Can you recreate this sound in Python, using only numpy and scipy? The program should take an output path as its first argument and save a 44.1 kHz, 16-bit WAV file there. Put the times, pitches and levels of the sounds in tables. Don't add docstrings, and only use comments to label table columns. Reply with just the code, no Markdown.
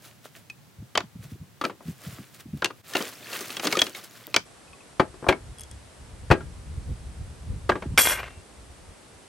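import sys
import numpy as np
from scipy import signal
from scipy.fft import rfft, irfft, next_fast_len
from scipy.io import wavfile
from scipy.ndimage import uniform_filter1d, map_coordinates

SR = 44100
rng = np.random.default_rng(int(sys.argv[2]) if len(sys.argv) > 2 else 0)


def generate_wav(signal):
    frames = np.transpose(np.atleast_2d(signal))
    scaled = np.clip(frames, -1, 1) * 32767
    pcm = np.round(scaled).astype(np.int16)
    wavfile.write(sys.argv[1], SR, pcm)


N = 409239
T = np.arange(N) / SR
LEFT_RIGHT = np.array([[1], [-1]])
OCTAVE = np.arange(-3.5, 4, .5)[:, None]
TIP_S = 2.85
CHANGE_S, CHANGE_LENGTH_S = 4.45, 0.01


def undb(db):
    return 10 ** (np.asarray(db) / 20)


def unit(x):
    return x / np.sqrt(np.mean(x ** 2))


def peak(x, db):
    return x * undb(db) / np.max(np.abs(x))


def curve(spans):
    s, *columns = np.transpose(np.concatenate(spans))
    return [np.interp(T, s, c, left=-120, right=-120) for c in columns]


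def colour(x, points):
    hz, db = np.transpose(points)
    size = next_fast_len(N)
    f = np.maximum(np.arange(size // 2 + 1) * SR / size, 1)
    gain = undb(np.interp(np.log(f), np.log(hz), db))
    return unit(irfft(rfft(x, size) * gain, size)[..., :N])


def band(x, lo_hz, hi_hz):
    return signal.sosfilt(signal.butter(2, [lo_hz, hi_hz], "band", fs=SR, output="sos"), x)


def walk(rate):
    k = int(SR / rate)
    steps = np.repeat(rng.standard_normal(N // k + 1), k)
    return unit(uniform_filter1d(uniform_filter1d(steps, k), k)[:N])


def wide(alike):
    mid, side = rng.standard_normal((2, N))
    return np.sqrt(1 + alike) * mid + np.sqrt(1 - alike) * side * LEFT_RIGHT


def ring(push, modes, length_s=0.33):
    hz, db, t60 = np.transpose(modes)[..., None]
    t = T[:int(length_s * SR)]
    tones = undb(db) * np.exp(-np.log(1000) * t / t60) * np.sin(2 * np.pi * hz * t)
    return signal.fftconvolve(push, np.sum(tones, axis=0))


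def add(out, s, x):
    i = int(s * SR)
    out[..., i:i + x.shape[-1]] += x[..., :N - i]


def chatter(fade_s, hold_s=0, rise_s=0.000076, rough_db=11.5):
    t = T[:2048]
    uneven_db = rough_db * np.repeat(rng.standard_normal(len(t) // 16), 16)
    sizes = rng.standard_normal(len(t)) * undb(uneven_db)
    fade = np.exp(-np.log(1000) * np.maximum(t - hold_s, 0) / fade_s)
    return sizes * (1 - np.exp(-t / rise_s)) * fade


# (frequency [Hz], relative level [dB per Hz])
HISS_FIRST_COLOUR = [(24, -76), (40, -16), (115, 7), (337, -8.5), (1300, -14), (16000, -25)]


def hiss_first(level_db=-54.5):
    return undb(level_db) * colour(wide(0.37), HISS_FIRST_COLOUR)


# (frequency [Hz], relative level [dB per Hz])
HISS_SECOND_COLOUR = [(71, -35), (120, -1.5), (455, -4), (2710, -15), (6940, -19), (8610, -14.5),
                      (11300, -21.5), (13000, -53)]


def hiss_second(level_db=-51):
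    return undb(level_db) * colour(wide(0.38), HISS_SECOND_COLOUR)


# (time [s], level [dB])
WIND_LEVEL = [
    [(4.425, -68), (4.704, -61), (4.929, -58.5), (5.488, -43), (5.607, -50.5), (5.927, -51), (6.236, -38.5),
     (7.184, -34.5), (7.802, -40), (8.301, -48.5), (8.556, -54), (8.73, -45.5), (9.015, -58), (9.28, -66)],
]
# (frequency [Hz], relative level [dB per Hz])
WIND_TONE = [(15, -49), (28, -6), (43, -1), (65, 6.5), (120, -2), (311, -23.5), (500, -26.5), (700, -68)]


def wind(gust_db=4.5):
    rumble = colour(wide(0.88), WIND_TONE)
    return rumble * undb(curve(WIND_LEVEL)[0] + gust_db * walk(26))


# (start time [s], peak level [dB], mean frequency [Hz])
EDDY_BURSTS = [(0.784, -31.5, 116), (0.817, -36.5, 135), (1.031, -38, 120), (1.147, -35, 177),
               (1.188, -33.5, 116), (1.246, -36, 119), (1.317, -31, 184), (1.398, -31.5, 118),
               (1.852, -35, 132), (1.878, -25.5, 151), (2.064, -29.5, 136.6), (2.122, -37, 135),
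               (2.186, -34.5, 164), (2.452, -36.5, 168), (2.48, -38, 127), (2.529, -24.5, 160.5),
               (2.564, -37, 109), (7.855, -27, 186), (7.918, -24.5, 146)]


def eddies(eddy_s=0.01):
    out, t = np.zeros(N), T[:8192] / eddy_s
    for s, db, hz in EDDY_BURSTS:
        drift = unit(uniform_filter1d(rng.standard_normal(len(t)), 300))
        cycles = np.cumsum(hz * (1 + 0.46 * drift)) / SR
        add(out, s, peak(t * np.exp(-t) * np.sin(2 * np.pi * cycles), db))
    return out


# (loudest time [s], level [dB], length [s])
BAG_TUGS = [(0.054, -45.5, 0.14), (0.256, -43, 0.055), (0.366, -46, 0.08), (1.24, -47.5, 0.1),
            (1.314, -51.5, 0.09), (1.667, -51, 0.093), (1.881, -46.5, 0.18), (2.052, -43.5, 0.25),
            (2.132, -44.5, 0.33), (2.35, -48, 0.086), (2.401, -43, 0.048), (2.59, -55.5, 0.34),
            (2.983, -33, 0.33), (3.342, -34.5, 0.44), (3.514, -41.5, 0.34), (3.646, -27.5, 0.079),
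            (3.722, -31, 0.11), (3.81, -36, 0.24), (3.969, -37.5, 0.094), (4.044, -40, 0.052),
            (4.164, -48, 0.46)]


def tugs(rise_share=0.36, edge_db=-17):
    power, t = np.zeros(N), T[:5 * SR]
    for s, db, length in BAG_TUGS:
        away = np.maximum((s - t) / rise_share, (t - s) / (1 - rise_share)) / length
        near = away < 4
        power[:len(t)][near] += undb(db + edge_db * away[near]) ** 2
    return np.sqrt(power)


# (frequency [Hz], relative level [dB per Hz])
FILM_COLOUR = [(120, -32), (200, -3), (683, -3), (899, -12), (1230, -4), (16000, -14)]


def bag(snaps_per_s=1500, spread_db=3.5, hush_db=-4.5):
    film, shared = undb(hush_db) * wide(0.67), walk(60)
    for lo_hz in 150 * 3. ** np.arange(4):
        snaps = (rng.random(N) < snaps_per_s / SR) * undb(spread_db * rng.exponential(size=N))
        flutter = signal.lfilter([1], [1, -.93], snaps) * rng.standard_normal(N)
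        top_hz = 3 * lo_hz if lo_hz < 4000 else 20000
        flurry_db = 1.9 * shared + 1.75 * walk(40)
        film = film + band(unit(flutter), lo_hz, top_hz) * undb(flurry_db)
    return colour(film, FILM_COLOUR) * tugs()


def clicks(events, modes):
    out = np.zeros(N)
    for s, db in events:
        uneven = np.array(modes) + [0, 3, 0] * rng.standard_normal((len(modes), 1))
        add(out, s, peak(ring(chatter(0.0024), uneven), db))
    return out


# (time [s], peak level [dB])
CAP_TICKS = [(5.5844, -32), (5.595, -29), (5.608, -27.5), (5.6155, -30), (5.635, -31.5), (5.7126, -29.5)]
# (frequency [Hz], relative level [dB], time to fall 60 dB [s])
CAP_MODES = [(3336, -2, 0.09), (5340, -4, .02), (6480, 1, 0.013), (7760, 2, 0.015), (8800, 12, 0.013),
             (10650, 9.5, 0.013)]


def cap_ticks():
    return clicks(CAP_TICKS, CAP_MODES)


# (time [s], peak level [dB])
TOOL_CLINKS = [(4.678, -49), (4.732, -38), (4.806, -43.5)]
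# (frequency [Hz], relative level [dB], time to fall 60 dB [s])
TOOL_MODES = [(1120, -13, 0.2), (2550, 1, 0.047)]


def tool_clinks():
    return clicks(TOOL_CLINKS, TOOL_MODES)


# (frequency [Hz], relative level [dB])
STEEL_MODES = [(1570, -2.5), (1920, -6.5), (2130, -2), (2420, -4), (2845, -7), (3330, -8), (4100, -22),
               (4660, -19), (5490, -21), (5680, -13), (7430, -16), (8200, -13), (9620, -13.5), (9815, -5.5),
               (10790, -12), (11860, -8), (11910, -11)]
# (time [s], steel ring level [dB], clatter on the wood level [dB])
SQUARE_RATTLE = [
    [(7.976, -15.5, -13), (8.022, -19, -34.5), (8.058, -22, -30.5), (8.13, -27, -28.5), (8.266, -70, -42.5),
     (8.36, -72, -64)],
]
# (time [s], peak level [dB])
BLADE_REBOUNDS = [(8.054, -8), (8.072, -6), (8.096, -18), (8.134, -19), (8.187, -25), (8.239, -35)]
# (frequency [Hz], relative level [dB])
HANDLE_MODES = [(2335, -7), (2725, 0)]


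def square(lying_t60=0.048, handle_t60=0.9, haze_db=-4.5, knock_db=3.0, free_db=-28.5):
    steel_db, wood_db = curve(SQUARE_RATTLE)
    slaps = (rng.random(N) < 1500 / SR) * rng.standard_normal(N)
    modes = np.array([(hz, db, lying_t60) for hz, db in STEEL_MODES])
    high = modes[:, 0] > 3000

    free = np.zeros(N)
    handle = [(hz, db, handle_t60) for hz, db in HANDLE_MODES]
    landing_s = SQUARE_RATTLE[0][0][0]
    add(free, landing_s, peak(ring(chatter(0.0012), handle, length_s=0.44), free_db))

    haze = unit(band(rng.standard_normal(N), 5300, 14000))
    steel = unit(ring(slaps, modes[high])[:N]) + undb(haze_db) * haze

    def knock(x):
        return unit(band(x, 400, 2250))

    shaken = uniform_filter1d(np.abs(slaps), 200, origin=99) * rng.standard_normal(N)
    for s, db in BLADE_REBOUNDS:
        push = chatter(0.0098)
        blade = ring(push, modes[modes[:, 0] < 4000])
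        under = np.pad(knock(push), (0, len(blade) - len(push)))
        add(free, s, peak(unit(blade) + 2 * under, db))
    clatter = unit(ring(slaps, modes[~high])[:N]) + undb(knock_db) * knock(shaken)
    return undb(steel_db) * unit(steel) + undb(wood_db) * unit(clatter) + free


SIDE_DB = -15


def mode_grain():
    centres = 1000 * 2 ** OCTAVE[:, 0]
    return np.array([unit(band(rng.standard_normal(SR), f / 1.2, f * 1.2)) for f in centres])


def dense_modes(push, grain, db, t60, damping):
    energy = np.pad(push ** 2, (0, 6000))
    keep = np.exp(-2 * np.log(1000) / (SR * t60 * 2 ** (-damping * OCTAVE[:, 0])))
    stored = np.array([signal.lfilter([1], [1, -k], energy) for k in keep])
    level = undb(db) * np.sqrt(stored)
    parts = []
    for start in rng.integers(SR, size=2):
        noise = np.take(grain, start + np.arange(len(energy)), axis=1, mode="wrap")
        parts.append(np.sum(level * noise, axis=0))
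    mid, side = parts
    return mid + undb(SIDE_DB) * side * LEFT_RIGHT


def piece_shape(knee=2.22, fall_db=-18.0, bass_db=7.0):
    return bass_db * np.minimum(OCTAVE, 0) + fall_db * np.maximum(OCTAVE - knee, 0)


def tumbling(out, grain, tumble_db=-17.0, ping_db=8, ping_t60=0.019):
    shaking = tugs()
    bumps = (rng.random(N) < 140 / SR) * rng.standard_normal(N) * shaking * undb(tumble_db)
    start, stop = int(TIP_S * SR), int(CHANGE_S * SR)
    add(out, TIP_S, dense_modes(bumps[start:stop], grain, piece_shape() - 0.28 * OCTAVE, 0.084, 0.091))
    for when, pitch, size in rng.random((110, 3)):
        i = int(start + when * (stop - start))
        modes = [(1500 * 5 ** pitch, 0, ping_t60)]
        ping = peak(ring(chatter(.004), modes, length_s=.05), ping_db - 12 * size)
        add(out, i / SR, shaking[i] * ping)


# (frequency [Hz], relative level [dB], time to fall 60 dB [s])
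TOP_BENDING = [(73, -29, 0.72), (142, 18, 0.083)]
# (frequency [Hz], relative level [dB])
PLANK_RINGING = [(368, 3.5), (650, -1), (842, 0), (1190, -6.5), (1330, -4), (1620, -4), (1860, -14)]
FLEX_DB, BOTTLE_FLEX_DB = -5.5, 2
BOTTLE_FROM_S, BOTTLE_TO_S = 6.2, 6.35


def table_top(out, s, push, thump_db, plank_db=-6.5, plank_t60=0.17):
    flex_db = BOTTLE_FLEX_DB if BOTTLE_FROM_S < s < BOTTLE_TO_S else FLEX_DB
    add(out, s, peak(ring(np.abs(push), TOP_BENDING), thump_db + flex_db))
    planks = [(hz, db, plank_t60) for hz, db in PLANK_RINGING]
    add(out, s, peak(ring(chatter(0.0023), planks), thump_db + plank_db))


# (time [s], peak level [dB], ring frequency [Hz], ring level relative to the peak [dB],
# weight: table thump relative to the peak [dB], hardness: tilt above 1 kHz [dB per octave])
BLOWS = [(0.499, -32.5, 2520, 2, -29, 9), (0.952, -13.5, 3155, -5, -28, -0.5),
         (0.974, -5, 1054, -12.5, -37, 2), (1.004, -21.5, 1440, -14, -23, -1.5),
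         (1.612, -17.5, 1170, -5.5, -5.5, -0.5), (1.639, -21.5, 1350, 0, 3.5, -2),
         (1.651, -13.5, 1286, -6.5, -32, 1.5), (1.697, -27.5, 1202, -0.5, -2.5, -8),
         (1.805, -37.5, 1066, -17, -3.5, -35), (2.621, -14.5, 1390, -6, -18, -5),
         (2.6442, -8.5, 2770, -13, -12.5, 6.5), (2.656, -15, 2750, -7, -33, 2),
         (2.703, -29, 1216, -5, -9.5, -4), (2.935, -23, 1770, -8, -28, 8), (2.951, -11, 2830, -11, -4.5, 0),
         (2.967, -13.5, 1200, -10, -31, 6), (3.005, -25.5, 1060, -7, 3, -18),
         (3.328, -25, 2720, -7, -20, 7), (3.407, -23, 1190, -15, -6.5, 19),
         (3.504, -25.5, 2630, -10, -12, 6), (3.568, -16.5, 3300, -7, -13.5, 5.5),
         (3.596, -20, 3180, -19, -11, 3), (3.652, -20, 1180, -8, 1.5, 6),
         (3.669, -11.5, 1220, -15, -6.5, 7), (3.725, -11.5, 2210, -6, -9.5, 5.5),
         (3.752, -22, 1240, 2.5, -27, 8), (3.769, -15, 2450, -11, -0.5, 6), (3.79, -9.5, 3330, -2, -34, 7),
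         (3.817, -1, 3310, -7, -19.5, 5.5), (3.866, -22.5, 2830, -11, -8.5, 5),
         (3.948, -28.5, 2200, -3, -15, 7), (4.275, -44, 1190, -25, 7.5, -29),
         (4.342, -8.5, 2460, -10, -37, 3), (4.363, -2, 2340, -8.5, -34, 3.5),
         (4.996, -3.5, 843, -6.5, -9.5, -9), (5.141, -41.5, 856, -18, 2, -45),
         (5.226, -35.5, 880, -26, 4.5, -64), (5.242, -23.5, 790, -7, -20, -39),
         (5.266, -16, 895, -23, -24, -42), (5.285, -3, 2420, -5.5, -4.5, -3.5),
         (5.324, -17, 2210, -2.5, -14, -6.5), (6.302, -17.5, 920, -21, 5.5, -21),
         (6.3098, -3.5, 2490, -8.5, -1, -8.5), (6.406, -36, 1380, 0, 0, -8), (7.692, -6, 870, -14, -8, -6),
         (7.719, -16.5, 1620, -4, -13, -9.5), (7.755, -23.5, 1150, -6, -3.5, -14),
         (7.822, -22.5, 885, -20, -6, -9), (7.98, -9.5, 2250, 6.5, -17, 5)]
# (frequency [Hz], relative level [dB])
TABLE_ANSWER = [(90, -63), (150, -4.5), (400, 15.5), (900, 1), (2200, 10), (6000, -3)]
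DWELL_S = 0.0093


def wood(piece_t60=0.046, table_t60=0.12, ring_t60=0.041, fade_s=0.011, crack_db=-19.0):
    out = np.zeros((2, N))
    grain = mode_grain()
    hz, answer_db = np.array(TABLE_ANSWER).T
    table_db = np.interp(OCTAVE, np.log2(hz / 1000), answer_db)
    above = np.maximum(OCTAVE, 0)
    for s, db, ring_hz, ring_db, thump_db, tilt_db in BLOWS:
        heavy = s > CHANGE_S
        soft_db = min(tilt_db, 0)
        push = chatter(fade_s, DWELL_S * heavy * min(undb(db), 1))
        piece = dense_modes(push, grain, piece_shape() + tilt_db * above, piece_t60, 0.53)
        table = dense_modes(push, grain, table_db + 0.18 * soft_db * above, table_t60, 0.29)
        body = peak(piece, 0) + peak(table, thump_db)
        add(body, 0, peak(np.diff(chatter(.006), 2), crack_db + soft_db))
        add(out, s, undb(db) * body)
        if heavy:
            table_top(out, s, push, db + thump_db)
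        add(out, s, peak(ring(push, [(ring_hz, 0, ring_t60)]), db + ring_db))
    tumbling(out, grain)
    return out


def ports(x, turn_hz=9790, width_hz=1000):
    r = np.exp(-np.pi * width_hz / SR)
    poles = [1, -2 * r * np.cos(2 * np.pi * turn_hz / SR), r * r]
    return np.array([signal.lfilter(poles[::-1], poles, x[0]), x[1]])


PAN_FIRST_DB, PAN_SECOND_DB, PAN_SQUARE_DB = 1.5, 4, 1.5
LAG_SAMPLES, DULL_HZ = 0.57, 12400
DIP_S, DIP_LENGTH_S, DIP_DB = 2.826, .012, -14


def scatter(hits):
    t = T[:8000]
    tail = band(rng.standard_normal((2, len(t))), 136, 11000) * np.exp(-np.log(1000) * t / 0.16)
    return undb(-42.0) * signal.fftconvolve(hits, tail, axes=1)[:, :N]


def scene():
    second = np.clip((T - CHANGE_S) / CHANGE_LENGTH_S + .5, 0, 1)
    pan_db = np.where(T > 7, PAN_SQUARE_DB, PAN_FIRST_DB + second * (PAN_SECOND_DB - PAN_FIRST_DB))
    hits = wood() + cap_ticks() + tool_clinks() + square()
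    hits[1] = map_coordinates(hits[1], [np.arange(N) - LAG_SAMPLES])
    near = hits * undb(LEFT_RIGHT * pan_db / 2) + scatter(hits) + bag() + eddies()

    wind_filter = signal.butter(3, 80, "high", fs=SR, output="sos")
    first = signal.sosfilt(wind_filter, near + hiss_first())

    dull = signal.sosfilt(signal.ellip(6, .2, 50, DULL_HZ, fs=SR, output="sos"), near)
    dull = signal.sosfilt(signal.butter(2, 45, "high", fs=SR, output="sos"), dull)
    dull = ports(dull + hiss_second())

    dip = undb(DIP_DB * np.exp(-((T - DIP_S) / DIP_LENGTH_S) ** 2))
    return dip * ((1 - second) * first + second * dull + wind())


def record(dry):
    return signal.sosfilt(signal.ellip(8, .2, 80, 15900, fs=SR, output="sos"), np.tanh(dry))


dry = scene()
out = record(dry)
generate_wav(out)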